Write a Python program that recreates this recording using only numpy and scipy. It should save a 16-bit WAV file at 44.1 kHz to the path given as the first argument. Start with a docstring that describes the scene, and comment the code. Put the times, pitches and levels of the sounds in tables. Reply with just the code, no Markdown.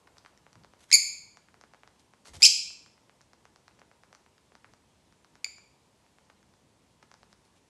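"""Hard-walled room, two small parrots close to a phone microphone.
Two shrill warbled chirps, each led by pips, and a lone pip: harmonics and rasp through a throat filter.
Runs of beak clicks are ticks with gliding pops; wing strokes are grainy filtered noise.
Single echoes and a dense tail ring on; low puffs, hush and a dull distant noise lie beneath."""
import sys
import numpy as np
from scipy import signal
from scipy.fft import rfft, irfft
from scipy.io import wavfile
from scipy.ndimage import uniform_filter1d, minimum_filter1d

SR = 44100
rng = np.random.default_rng(int(sys.argv[2]) if len(sys.argv) > 2 else 0)


def voltage_ratio(decibels):
    """Convert decibels (scalar or array-like) to amplitude ratios, 20 dB per decade."""
    exponent = np.asarray(decibels, float) / 20
    return 10 ** exponent


def int16_out(signal):
    """Quantize to a 16-bit WAV file."""
    q = np.round(np.clip(np.atleast_2d(signal).T, -1, 1) * 32767)
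    wavfile.write(sys.argv[1], SR, q.astype(np.int16))


N = 339109

# Response of windpipe and beak, one list per bird. Each row: frequency in Hz, relative gain in dB.
THROATS = [
    [(300, -58.5), (1750, -43.5), (2100, -10), (3500, -4.5), (4400, -4), (5200, 1.5), (6200, -6),
     (7100, -2), (8200, -13), (9000, -16.5), (10200, -17), (11100, -16), (12100, -24.5), (12800, -62)],
    [(300, -57), (1900, -40.5), (2300, -12.5), (3400, -7.5), (4100, -1.5), (5200, -0.5), (6200, -5),
     (7500, -7), (8300, -18), (9200, -20.5), (10200, -22.5), (11300, -19.5), (12100, -29), (12800, -62)],
]
# Warbled chirps, one list per bird. Each row: time in seconds, pitch in Hz, level in dB.
WARBLE_CURVES = [
    [(0.925, 2195, -22.5), (0.9268, 2280, -28), (0.9285, 2590, -9), (0.9302, 2449, -11), (0.932, 2218, -19),
     (0.937, 2224, -14.5), (0.9392, 2454, -11.5), (0.941, 2233, -11.5), (0.944, 2144, -11.5),
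     (0.947, 2252, -9.5), (0.9505, 2353, -15), (0.954, 2375, -11), (0.9565, 2433, -15.5)],
    [(2.4277, 2565, -19.5), (2.429, 2456, -8.5), (2.432, 2523, -11), (2.4345, 2382, -15.5),
     (2.4362, 2771, -6.5), (2.438, 2610, -11), (2.4435, 2344, -14.5), (2.446, 2820, -10),
     (2.448, 2623, -12.5), (2.4503, 2479, -10.5), (2.452, 3482, -10.5), (2.4535, 2734, -9),
     (2.4555, 2482, -12.5), (2.4568, 2121, -13.5), (2.4592, 2045, -13.5), (2.46, 2410, -18),
     (2.463, 2300, -11.5), (2.468, 2560, -12.5)],
]
# Voice of each warble. Each row: brightness at -12 dB level in dB per octave, brightness gained by the end
# in dB per octave, settled rasp in dB, rasp gained by the end in dB, send into the room in dB.
WARBLE_VOICES = [(-.5, 2.2, -29, -3, 1), (0.402, 0.1, -27.5, 6.5, 2.03)]
# Short pips. Each row: time in seconds, pitch in Hz, crest level in dB, rasp in dB, send into the room in dB.
PIPS = [(0.9156, 2130, -18, -15, 2), (0.9212, 2240, -27, -12, 1.5), (2.422, 2343, -12, -11, 1.84),
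        (5.4452, 2374, -18.5, -17, -1.5)]
# Bird index of each pip.
PIP_BIRDS = [0, 0, 1, 0]
# Beak clicks. Each row: time in seconds, pop peak in dB, pop pitch 0.83 ms in, in Hz, tick level in dB.
CLICKS = [(0.0729, -49, 1700, -56), (0.0762, -46.5, 1070, -48.5), (0.1699, -48.5, 1200, -52),
          (0.1832, -51, 1210, -36), (0.2493, -44, 1273, -52), (0.2614, -41, 1504, -43),
          (0.376, -56, 1810, -47.5), (0.466, -43.5, 1120, -54), (0.5304, -52, 1490, -43.5),
          (0.5554, -46, 1190, -47), (0.6364, -55, 1600, -47), (0.6468, -42.5, 1020, -44),
          (0.7364, -46, 1000, -51), (0.9035, -44, 1730, -39.5), (1.3716, -43.5, 1370, -43),
          (1.486, -49, 1636, -56), (1.5426, -46, 1270, -47.5), (1.6124, -45.5, 1300, -40),
          (1.638, -42, 1100, -45), (1.7365, -43, 1128, -45.5), (1.7461, -46.5, 1184, -48.5),
          (1.8342, -42, 1298, -52), (1.8759, -44.5, 1272, -43), (1.9967, -66.5, 710, -49),
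          (2.1366, -46.5, 1127, -50), (2.2558, -47, 1540, -44), (2.705, -49.5, 1330, -54.5),
          (2.862, -48.5, 1520, -45), (2.9786, -54, 1545, -63), (3.0958, -47.5, 1340, -53.5),
          (3.209, -51, 1450, -52.5), (3.2149, -57, 1320, -43), (3.3334, -47.5, 1318, -43.5),
          (3.454, -44, 1224, -46), (3.5606, -47.5, 1140, -43.5), (3.6806, -44, 1410, -41.5),
          (3.7108, -54, 1200, -62.5), (3.7908, -51, 1335, -55), (3.7952, -57.5, 1483, -47),
          (3.817, -43, 1120, -51), (3.9145, -47, 1229, -50), (4.0355, -45, 1296, -46),
          (4.1287, -42.5, 1233, -43), (4.1498, -46, 1450, -40.5), (4.2629, -50, 1338, -63.5),
          (4.3808, -54.5, 1657, -52), (4.5205, -48.5, 965, -70), (4.553, -43, 1218, -42.5),
          (4.645, -41, 1558, -48), (4.7367, -47, 1133, -46), (5.125, -53.5, 1428, -51),
          (5.2465, -50.5, 1440, -47.5), (5.3548, -47, 1330, -44.5), (5.444, -46.5, 908, -39),
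          (5.4636, -45, 1250, -56), (5.583, -47.5, 1305, -45), (6.0646, -56, 1600, -68.5),
          (6.1852, -50, 1400, -72), (6.3, -45.5, 1245, -61), (6.303, -53, 1270, -52),
          (6.429, -56, 1620, -55), (6.5387, -56, 1249, -54), (7.0276, -45, 1307, -47),
          (7.0303, -48.5, 1094, -48), (7.1154, -43.5, 1193, -43.5), (7.141, -46.5, 1277, -40),
          (7.2313, -45, 1080, -44.5), (7.329, -48, 1300, -41)]
# Wing and feather strokes. Each row: start in seconds, length in seconds, rustle level in dB.
STROKES = [(0.154, 0.039, -73), (0.248, 0.064, -76), (0.789, 0.065, -61), (0.885, 0.096, -55),
           (1.983, .04, -69), (2.248, 0.056, -54.5), (2.333, 0.044, -49), (2.399, 0.063, -45.5),
           (4.639, 0.066, -78), (7.291, 0.045, -72.5), (7.44, .04, -70), (7.551, 0.045, -71)]
# Feather rustle spectrum. Each row: frequency in Hz, relative level in dB per Hz.
RUSTLE = [(150, -25), (350, -7.5), (900, -3), (1600, -6.5), (3000, -6), (5000, -7.5), (7500, -8.5),
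          (11500, -15), (13000, -50)]
# Echoes off the nearest surfaces. Each row: delay in seconds, gain in dB.
ECHOES = [(.0028, -21.5), (.007, -15), (.0095, -18.5), (0.0105, -23.5), (.016, -20.5)]
# Reverberant tail. Each row: frequency in Hz, time to fall 60 dB in seconds, relative level in dB.
ROOM_BANDS = [(300, 0.26, 0.9), (2300, .62, -1.3), (4600, .56, -1.18), (7800, .52, 0), (9000, .46, -0.5),
              (11500, 0.44, -2.5)]
# Moved air at the microphone. Each row: start in seconds, length in seconds, level in dB, centre in Hz.
PUFFS = [(0.528, 0.15, -60, 125), (2.287, .045, -55, 64.96), (2.337, .025, -56.5, 90.3),
         (2.358, .048, -49.5, 70), (2.436, .04, -51, 60), (2.469, 0.04, -55.5, 85),
         (4.662, 0.0794, -65.5, 75.35)]
# Puff spectrum. Each row: multiple of the centre frequency, relative level in dB per Hz.
PUFF_SPECTRUM = [(.35, -28.5), (.65, -3), (1.01, 0.5), (1.7, -7.5), (3.5, -16.5), (7, -23), (13, -48.5)]
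# Steady hush spectrum. Each row: frequency in Hz, relative level in dB per Hz.
HUSH = [(15, -56), (25, -26.5), (44, -13.5), (65, -4.5), (205, -5.5), (259, -7.5), (372, -10), (413, -10.5),
        (579, -13), (811, -16.5), (924, -11.5), (1260, -21.5), (2820, -21.5), (8180, -25.5), (11500, -33.5),
        (12400, -40.5), (16100, -72.5), (22000, -120)]
# Dull far-off noise spectrum. Each row: frequency in Hz, relative level in dB per Hz.
DISTANT = [(250, -27.5), (450, 0), (950, -1.5), (1300, -6), (2200, -24)]
# Course of the far-off noise. Each row: time in seconds, level in dB.
DISTANT_LEVEL = [(0, -70), (0.999, -77.5), (2.5, -77.5), (4, -76), (5, -79), (6, -75.5), (7, -79),
                 (7.69, -80)]


def warble(curve, bright_db, brighter_db, rasp_db, hoarser_db):
    """Voice rows of a warble: rasp is strong at the onset and just after fast leaps of pitch."""
    step_s, open_s, close_s, shut_db = 1 / 2000, 0.0015, 0.0027, -22.5
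    onset_rasp_db, settle_s = 26, 0.0059
    leap_rasp_db, leap_s = 0.08, 0.005  # dB per octave a second; time it lingers
    first_s, first_hz, first_db = curve[0]
    last_s, last_hz, last_db = curve[-1]
    opening = (first_s - open_s, first_hz, first_db + shut_db)
    closing = (last_s + close_s, last_hz, last_db + shut_db)
    s, hz, db = np.transpose([opening, *curve, closing])
    t = np.arange(s[0], s[-1], step_s)
    hz, db = np.interp(t, s, hz), np.interp(t, s, db)
    octaves_per_s = abs(np.gradient(np.log2(hz), t))
    leap = signal.lfilter([step_s / leap_s], [1, step_s / leap_s - 1], octaves_per_s)
    along = (t - s[0]) / (s[-1] - s[0])
    onset = np.exp(-((t - s[0]) / settle_s) ** 2)
    rasp = rasp_db + hoarser_db * along + leap_rasp_db * leap + onset_rasp_db * onset
    return np.transpose([t, hz, db, bright_db + brighter_db * along, rasp])


def pip(s, hz, db, rasp_db):
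    """Voice rows of a pip: quick rise, short hold sagging in level and pitch, quick fall."""
    rise_s, hold_s, fall_s = 0.0014, 0.0016, 0.0028
    gone_db, sag_db, bright_db = -30, -8.5, -2  # brightness in dB per octave
    low_hz = hz * (1 - 0.03)
    steps = [(-rise_s, hz, gone_db), (0, hz, 0),
             (hold_s, low_hz, sag_db), (hold_s + fall_s, low_hz, gone_db)]
    return [(s + after_s, f, db + down_db, bright_db, rasp_db) for after_s, f, down_db in steps]


def chirp(rows, throat):
    """Harmonics of a moving pitch pass the throat; soft parts are duller, rasp fills the gaps."""
    breath_db, dulling, fading_db = -2.5, 0.25, 2
    s, *columns = np.transpose(rows)
    t = np.arange(s[0], s[-1], 1 / SR)
    hz, db, bright, rasp_db = (uniform_filter1d(np.interp(t, s, c), size=16) for c in columns)
    tilt = bright + dulling * (db + 12)
    k = np.arange(2, 12)[:, None] / 2  # harmonic numbers in half steps
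    weight_db = read(throat, k * hz) + tilt * np.log2(k / 2)
    # uneven cycles give half-lines, the low ones strongest
    weight_db = weight_db + (rasp_db - fading_db * k) * (k % 1 > 0)
    weight = voltage_ratio(weight_db)
    weight /= np.linalg.norm(weight, axis=0)
    turns = k * np.cumsum(hz) / SR + k ** 2 / 8  # each harmonic starts at its own phase, so the peaks stay soft
    voice = np.sqrt(2) * (weight * np.sin(2 * np.pi * turns)).sum(0)
    breath = voltage_ratio(rasp_db + breath_db) * coloured(throat, len(t))  # turbulent air in the same throat
    return s[0], voltage_ratio(db) * (voice + breath) * signal.windows.tukey(len(t), 0.03)


def click(pop_db, hz, tick_db):
    """A sharp tick of horn on horn, then a pop of the mouth cavity that glides down in pitch."""
    # high pops glide less; pops louder than their tick glide more
    drop = 1.02 - 0.0022 * max(hz - 1340, 0) + 0.05 * max(pop_db - tick_db, 0)
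    glide_s, lead_s, rise_s, tick_s = 0.0011, 0.00027, 0.0006, 0.00011
    t = np.arange(500) / SR
    pitch_hz = hz * (glide_s / (t + lead_s)) ** np.clip(drop, 0, 1.3)
    swell = (t / rise_s * np.exp(1 - t / rise_s)) ** 0.9
    pop = swell * np.sin(2 * np.pi * np.cumsum(pitch_hz) / SR)
    tick_hz = 4900 * rng.uniform(0.9, 1.2)
    tick = t / tick_s * np.exp(1 - t / tick_s) * np.sin(2 * np.pi * tick_hz * t)
    # steadier pops tick again one cycle later
    bounce = np.clip(1.2 - drop, 0, 1) * np.roll(tick, round(SR / hz))
    return voltage_ratio(pop_db) * pop - voltage_ratio(tick_db) * (tick + bounce)


def wings():
    """Feathers rustle on each stroke, their barbs slipping unevenly."""
    t = np.arange(N) / SR
    level = np.zeros(N)
    for s, length_s, db in STROKES:
        level += voltage_ratio(db) * abs(np.sin(np.pi * np.clip((t - s) / length_s, 0, 1))) ** 0.55
    grain = voltage_ratio(2.8 * evened(uniform_filter1d(rng.standard_normal(N), size=150)))
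    return level * evened(grain * noise(RUSTLE, 1.5))


def room(x):
    """A few single echoes, then dense taps of random sign, each band dying at its own speed."""
    gap_s, build_s, tail_db = 0.002, 0.012, -10
    count = (SR - 1) // 20
    taps = np.zeros(SR)
    places = np.arange(0, SR - 20, 20) + rng.integers(0, 20, count)
    taps[places] = rng.choice([-1., 1.], count)
    hz, t, bands = signal.stft(taps, SR, nperseg=256)
    f, t60_s, db = np.transpose(ROOM_BANDS)
    decay_db = 60 * t / np.interp(hz, f, t60_s)[:, None]
    bands *= voltage_ratio(np.interp(hz, f, db)[:, None] - decay_db)
    tail = signal.istft(bands, SR, nperseg=256)[1]
    tail *= np.clip((np.arange(len(tail)) / SR - gap_s) / build_s, 0, 1)
    tail *= voltage_ratio(tail_db) / np.linalg.norm(tail)
    for s, db in ECHOES:
        add(tail, s, voltage_ratio([db]))
    return signal.fftconvolve(x, tail)[:N]


def puffs():
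    """Moved air buffets the microphone: short arches of low noise."""
    out = np.zeros(N)
    for s, length_s, db, hz in PUFFS:
        arch = np.sin(np.pi * np.arange(0, length_s, 1 / SR) / length_s) ** 0.55
        push = evened(coloured(PUFF_SPECTRUM, 16384, hz)[:len(arch)])
        add(out, s, voltage_ratio(db) * arch * push)
    return out


def house():
    """Steady hush of the room and microphone, and a dull noise that comes and goes."""
    distant_db = np.interp(np.arange(N) / SR, *np.transpose(DISTANT_LEVEL))
    return voltage_ratio(-66.5) * noise(HUSH, 0.8) + voltage_ratio(distant_db) * noise(DISTANT, 0.56)


def noise(spectrum, patchy_db):
    """Noise of a given spectrum with short random patches, rms 1."""
    real, imag, patches = rng.standard_normal((N // 512 + 5, 1025, 3)).T
    patches = uniform_filter1d(patches, size=24, axis=0)  # across frequency
    patches = evened(uniform_filter1d(patches, size=5, axis=1))  # across time
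    db = read(spectrum, np.fft.rfftfreq(2048, 1 / SR))[:, None] + patchy_db * patches
    return evened(signal.istft((real + 1j * imag) * voltage_ratio(db), nperseg=2048, noverlap=1536)[1][:N])


def coloured(spectrum, length, unit_hz=1):
    """A short stretch of noise with a given spectrum, rms 1."""
    gain = voltage_ratio(read(spectrum, np.fft.rfftfreq(length, 1 / SR) / unit_hz))
    return evened(irfft(rfft(rng.standard_normal(length)) * gain, length))


def evened(x):
    """Scales to rms 1."""
    return x / np.sqrt(np.mean(x ** 2) + 1e-20)


def read(points, hz):
    """Reads a spectrum on a log-frequency axis."""
    f, value = np.transpose(points)
    return np.interp(np.log(hz + 1e-3), np.log(f + 1e-3), value)


def add(mix, s, sound):
    """Adds a sound at time s in seconds."""
    part = mix[round(s * SR):][:len(sound)]
    part += sound[:len(part)]


def scene():
    """Birds in the room, air on the microphone, the house behind."""
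    direct = wings()
    for s, pop_db, hz, tick_db in CLICKS:
        add(direct, s - 0.0003, click(pop_db, hz, tick_db))
    sent = direct.copy()
    calls = []
    for (*settings, send_db), bird in zip(PIPS, PIP_BIRDS):
        calls.append((pip(*settings), bird, send_db))
    for bird, (curve, (*settings, send_db)) in enumerate(zip(WARBLE_CURVES, WARBLE_VOICES)):
        calls.append((warble(curve, *settings), bird, send_db))
    for rows, bird, send_db in calls:
        s, sound = chirp(rows, THROATS[bird])
        add(direct, s, sound)
        add(sent, s, voltage_ratio(send_db) * sound)
    return (direct + room(sent) + puffs() + house())[None]


def top_cut(x):
    """Nothing passes above the cut-off."""
    return signal.sosfilt(signal.butter(12, 12900, fs=SR, output="sos"), x)


def record(dry):
    """The microphone cuts the deepest bass; a fast limiter holds the peaks."""
    ceiling = 0.84
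    cut = signal.sosfilt(signal.butter(6, 42, "high", fs=SR, output="sos"), dry)
    peak = -minimum_filter1d(-abs(cut), size=89, axis=1)
    gain = np.minimum(1, ceiling / (peak + 1e-9))
    held = cut * uniform_filter1d(gain, size=45, axis=1)
    return top_cut(held)


dry = scene()
out = record(dry)
int16_out(out)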